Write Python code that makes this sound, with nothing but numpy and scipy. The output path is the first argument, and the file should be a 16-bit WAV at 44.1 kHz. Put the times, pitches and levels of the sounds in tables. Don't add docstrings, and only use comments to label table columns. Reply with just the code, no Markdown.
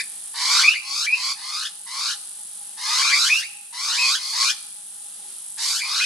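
import sys
import numpy as np
from scipy import signal
from scipy.fft import rfft, irfft, next_fast_len
from scipy.io import wavfile
from scipy.ndimage import map_coordinates

SR = 44100
rng = np.random.default_rng(int(sys.argv[2]) if len(sys.argv) > 2 else 0)


def inscribe(sig):
    pcm = np.round(np.clip(np.atleast_2d(sig).T, -1, 1) * 32767)
    wavfile.write(sys.argv[1], SR, pcm.astype(np.int16))


N = 266805
TIME = np.arange(N) / SR

# (length [s], start pitch [Hz], end pitch [Hz], source level [dB],
#   overtone slope [dB/octave], ring [dB])
SQUAWK_CUES = [ (-.25, .18, 900, 1200, 1600, -35, 10, .9, 0, 131, 0.7, 5, (0.0434, 1900, 2060.5, -22, -6.5, 0)),
               (0.334, .29, 900.5, 1100, 1670, -30.5, 13, 0.98, -.5, 142.5, 0.71, 4.5, (0.0856, 2360, 2820, -19.5, -28, 12.5)),
               (.48, 0.25, 910, 1197, 1483, -37, 8, 0.51, 0, 136.2, 0.59, 6.5, (.03, 2171, 2398, -29, -11, 0)),
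               (.81, .246, 1008, 1050, 1500, -41, 20, 0.97, 1.3, 135, .5, 9.5, (.077, 2350, 2620, -24, -28, 8.5)),
               (1.088, 0.23, 910, 950, 1139, -39, 20, 0.88, -.6, 127.3, .42, 7.5, None),
               (1.349, 0.32, 823, 1810, 1662, -40, 15.5, .9, -1.1, 135.9, 0.63, 8, None),
               (1.856, .27, 902, 1750, 1705, -39.5, 11, 0.94, -0.53, 125, 0.64, 6, None),
               (1.931, 0.2, 909.5, 1801, 1400, -43, 11, 1, -1.2, 134.1, 0.62, 11, None),
               (2.765, .25, 850, 2298, 1620, -36.5, 13.5, 0.92, .5, 135.7, 0.54, 4.5, (0.08, 2351, 2335, -25.5, -15, -1)),
               (2.839, 0.27, 809, 1649, 1500, -32.5, 13.5, .9, -1, 138.8, .6, 6, (.026, 2180, 2230, -20, -20, 0)),
               (3.08, .205, 1042, 1540, 1660, -33, 7.5, 0.97, .5, 135.8, .45, 8, (0.08, 2460, 2787, -20.5, -23, 5)),
               (3.219, .19, 949, 1704, 1700, -44.5, 8, 0.98, 3, 130.3, 0.94, 0, (.018, 2096, 2338, -34.5, -7, 0)),
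               (3.72, .248, 897.5, 2000, 1780, -37, 13, 1, 0, 132.9, .6, 5.5, (0.0843, 2560, 2460, -23.5, -15, -0.5)),
               (3.869, .29, 881, 780, 1597, -34, 15, 1, -0.03, 127.1, .42, 6, None),
               (4.161, 0.26, 981, 901, 1360, -49, 6, 0.87, 3, 138.2, 0.67, 8.5, (.055, 2333, 2450, -29.5, -17.5, 0)),
               (4.32, .188, 907, 1497, 1640, -34.5, 11, 1, .7, 125, 0.63, 7.5, None),
               (5.57, .225, 829, 2199, 1750, -43, 5.5, 1, 3.5, 113, 0.94, 3, (.038, 2200, 2478, -29.5, -9, -4)),
               (5.82, 0.17, 955, 2510, 1490, -39, 7, 1, -0.1, 138.9, 0.64, 8.5, (.05, 2478, 2543, -25.5, -20, -1)),
               (5.879, 0.17, 930, 3003, 1808, -34.5, 17, 1, -1, 136.8, 0.65, 9, None), ]
# (frequency [Hz], gain [dB])
THROAT_EQ = [(380, -45), (600, -17), (850, 1), (1150, 3), (1700, 5), (2500, 4), (3000, 4), (3900, 10),
             (4700, 10), (5700, 9), (7000, 3), (9000, -4), (11500, -14), (15000, -28)]
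# (pitch [Hz], resonance [Hz])
BILL_RESONANCE = [(950, 4530), (1100, 4600), (1250, 4650), (1400, 3600), (1650, 2880), (2300, 2800)]
# (frequency [Hz], relative level [dB])
CICADA_SPECTRUM = [(3820, -49), (6500, -15.5), (7300, -13), (8350, -2), (9050, -2), (9830, -0.5),
                   (10300, 0.5), (12400, -23.5), (13600, -54.5), (13700, -73), (14000, -74)]
# (frequency [Hz], relative level [dB])
AIR_SPECTRUM = [(20, -16), (60, -28), (100, -24.5), (194, -5.5), (270, -14), (450, -14.5), (700, -11.5),
                (1000, -11), (1400, -9.5), (2200, -13.5), (3300, -3.5), (4900, -4.5), (7000, -6.5),
                (9500, -37), (15000, -89.5)]
# (time [s], relative level [dB])
BACKGROUND_LEVEL = [(.3, -38.5), (.85, -45.5), (1.74, -42.5), (2.25, -39.5), (2.8, -40.5), (3.55, -43.5),
                    (4.65, -41.5), (5.55, -39.5)]
# (time [s], level [dB])
MIC_BUMPS = [(.535, -59), (.6, -63), (3.32, -70)]


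def birds(perches=3):
    out = 0
    for perch in range(perches):
        voice = sum(squawk(cue) for cue in SQUAWK_CUES[perch::perches])
        out = out + woodland(colour(voice, THROAT_EQ)[None])
    return out


def squawk(cue, break_s=.021, release_s=.038, release_db=22.5, fade_s=.015):
    start, length, *climb, flutter_hz, rasp, bill_db, squeal = cue
    held = length + (break_s + squeal[0] if squeal else 0)
    sounding = (TIME >= start) & (TIME <= start + held + release_s)
    t = TIME[sounding] - start
    contour = climb_contour(t, length, *climb)
    if squeal:
        morph = np.clip((t - length) / break_s, 0, 1)
        contour = (1 - morph) * contour + morph * squeal_contour(t - length - break_s, *squeal)
    hz, db, slope = contour
    decay_db = release_db * np.maximum(t - held, 0) / release_s
    fades = np.clip(np.minimum(t, held + release_s - t) / fade_s, 0, 1)
    out = np.zeros(N)
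    out[sounding] = syrinx(hz, slope, flutter_hz, rasp, bill_db) * undb(db - decay_db) * fades
    return out


def climb_contour(t, length, start_hz, climb_hz_per_s, top_hz, db, swell_db, crest, slope_db,
                  rush_s=.03, attack_s=.034):
    t = np.minimum(t, length)
    rush_hz = top_hz - start_hz - climb_hz_per_s * length
    hz = start_hz + climb_hz_per_s * t + rush_hz * np.exp((t - length) / rush_s)
    arch_db = db - swell_db * (1 - t / (crest * length)) ** 2
    dull_attack = 5 * np.exp(-t / attack_s)
    return np.array([hz, arch_db, slope_db - dull_attack])


def squeal_contour(t, length, start_hz, end_hz, db, slope_db, ring_db,
                   ring_hz=2542, ring_width_hz=52, sag_db=1):
    progress = np.clip(t / length, 0, 1)
    hz = start_hz + (end_hz - start_hz) * progress ** 1.3
    ring = ring_db * np.exp(-((hz - ring_hz) / ring_width_hz) ** 2)
    return np.array([hz, db - sag_db * progress ** 2 + ring, np.full(len(t), slope_db)])


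def syrinx(aim_hz, slope, flutter_hz, rasp, bill_db, bill_width_hz=550, hollow_db=3.5):
    size = len(aim_hz)
    hz, squeal = register_break(aim_hz)
    low_register = 1 - squeal
    rough = rasp * (1 - .8 * squeal)
    flutter = np.sin(phase_of(flutter_hz * (1 + .1014 * rough * wander(89.8, size))))
    vibrato = (.071 * low_register + .029 * squeal) * flutter
    jitter = rough * (.048 * wander(700, size) + .0249 * wander(120, size))
    pitch = hz * (1 + vibrato + jitter)
    phase = phase_of(pitch)
    bill_hz = np.interp(aim_hz, *np.transpose(BILL_RESONANCE))
    breath = .752 * rough
    tone = np.zeros(size)
    for k in range(1, 13):
        smear = breath * (wander(650, size) + 1j * wander(650, size))
        partial = np.imag((1 + smear) * np.exp(1j * k * phase))
        partial /= np.sqrt((1 + np.mean(abs(smear) ** 2)) / 2)
        flare = bill_db * np.exp(-((k * pitch - bill_hz) / bill_width_hz) ** 2)
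        hollow = hollow_db * np.exp(-((k * hz - .61 * bill_hz) / bill_width_hz) ** 2)
        gain = undb(slope * np.log2(k) + low_register * (flare - hollow))
        tone += gain * partial * (k * hz < .4 * SR)
    tremolo = 1 + .24 * (1 - .32 * squeal) * flutter
    shimmer = np.exp(.14 * rough * wander(300, size))
    return tone * unit(tremolo * shimmer)


def register_break(hz, break_hz=1930, width_hz=260, leap=.2023):
    unstable = np.exp(-((hz - break_hz) / width_hz) ** 2)
    flips = np.tanh(3 * wander(260, len(hz)))
    squeal = 1 / (1 + np.exp((break_hz - hz) / 90))
    return hz * (1 + leap * unstable * flips), squeal


def woodland(voice, leaves_t60_s=.029, trunks_t60_s=.13, tail_t60_s=.74):
    t = TIME[:SR]

    def reflections(noise, t60_s, onset):
        return unit(noise * undb(-60 * t / t60_s) * onset) / np.sqrt(SR)

    leaf_noise, tail_noise = rng.standard_normal((2, 2, SR))
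    leaves = reflections(leaf_noise, leaves_t60_s, onset=t > .001)
    trunks = reflections(rng.standard_normal(SR), trunks_t60_s, onset=t > .003)
    tail = reflections(tail_noise, tail_t60_s, onset=1 - np.exp(-t / .012))
    leaves = colour(leaves, [(1000, 0), (2500, 1.5), (4500, 3.5), (9000, 10.5)])
    tail = colour(tail, [(1000, 3.01), (2600, 3), (5000, .996), (9000, 9)])
    reverb = undb(-9) * (leaves + trunks) + undb(-20) * tail
    direct = colour(voice, [(1000, -1.5), (2500, -2.5), (4500, -6.5), (9000, -6.5)])
    return direct + signal.fftconvolve(voice, reverb, axes=1)[:, :N]


def cicadas(group_hz=50.1, trim_db=4):
    cycle = phase_of(group_hz * (1 + .004 * wander(4.96, N)))
    clicks = np.cos(cycle / 2) ** 2 * np.cos(2 * cycle) ** 4
    hiss = colour(stereo_noise(.06), [(3000, -60.5)] + list(CICADA_SPECTRUM))
    accents = 1.35 * undb(2 * wander(16, N))
    background_db = np.interp(TIME, *np.transpose(BACKGROUND_LEVEL))
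    return unit(hiss * (1 + accents * clicks)) * undb(background_db + trim_db)


def air(trim_db=-9.5):
    hush = unit(colour(stereo_noise(.41), AIR_SPECTRUM))
    background_db = np.interp(TIME, *np.transpose(BACKGROUND_LEVEL))
    return hush * undb(background_db + trim_db + .7 * wander(5.23, N))


def far_hoot(db=-64.5):
    band = colour(stereo_noise(.8), [(650, -58.5), (800, -2), (835, 3), (870, -12.5), (1050, -40)])
    return unit(band) * undb(db + 4.1 * wander(18, N))


def far_glide(start_s=5.16, length_s=.25, from_hz=480, to_hz=320, peak_db=-66):
    progress = np.clip((TIME - start_s) / length_s, 0, 1)
    hz = (from_hz + (to_hz - from_hz) * progress) * (1 + .08 * wander(90, N))
    arch = 2 * np.sqrt(progress * (1 - progress))
    return undb(peak_db) * arch * np.sin(phase_of(hz))


def mic_bumps(width_s=.018):
    envelope = sum(undb(db) * np.exp(-((TIME - at_s) / width_s) ** 2) for at_s, db in MIC_BUMPS)
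    rumble = colour(stereo_noise(.7), [(20, -6), (70, 5), (250, -8), (600, -21), (2000, -70)])
    return envelope * unit(rumble)


def undb(db):
    return 10 ** (np.asarray(db) / 20)


def unit(x):
    return x / np.sqrt(np.mean(x ** 2))


def phase_of(hz):
    return 2 * np.pi * np.cumsum(hz) / SR


def colour(x, points):
    hz, db = np.transpose(points)
    size = next_fast_len(x.shape[-1] + 4096)
    bin_hz = np.maximum(np.fft.rfftfreq(size, 1 / SR), 1)
    gain = undb(np.interp(np.log(bin_hz), np.log(hz), db))
    return irfft(rfft(x, size) * gain, size)[..., :x.shape[-1]]


def wander(rate_hz, size):
    place = np.arange(size) * rate_hz / SR
    return map_coordinates(rng.standard_normal(2048), [place + 2], order=2, mode="wrap")


def stereo_noise(correlation):
    mid, side = rng.standard_normal((2, N))
    return np.sqrt(1 + correlation) * mid + np.sqrt(1 - correlation) * np.array([side, -side])


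def scene():
    return birds() + cicadas() + air() + far_hoot() + far_glide() + mic_bumps()


def record(dry, ceiling=.95, cutoff_hz=15100):
    rounded = dry / (1 + (abs(dry) / ceiling) ** 10) ** (1 / 10)
    return signal.sosfilt(signal.ellip(8, .2, 70, cutoff_hz, fs=SR, output="sos"), rounded)


dry = scene()
out = record(dry)
inscribe(out)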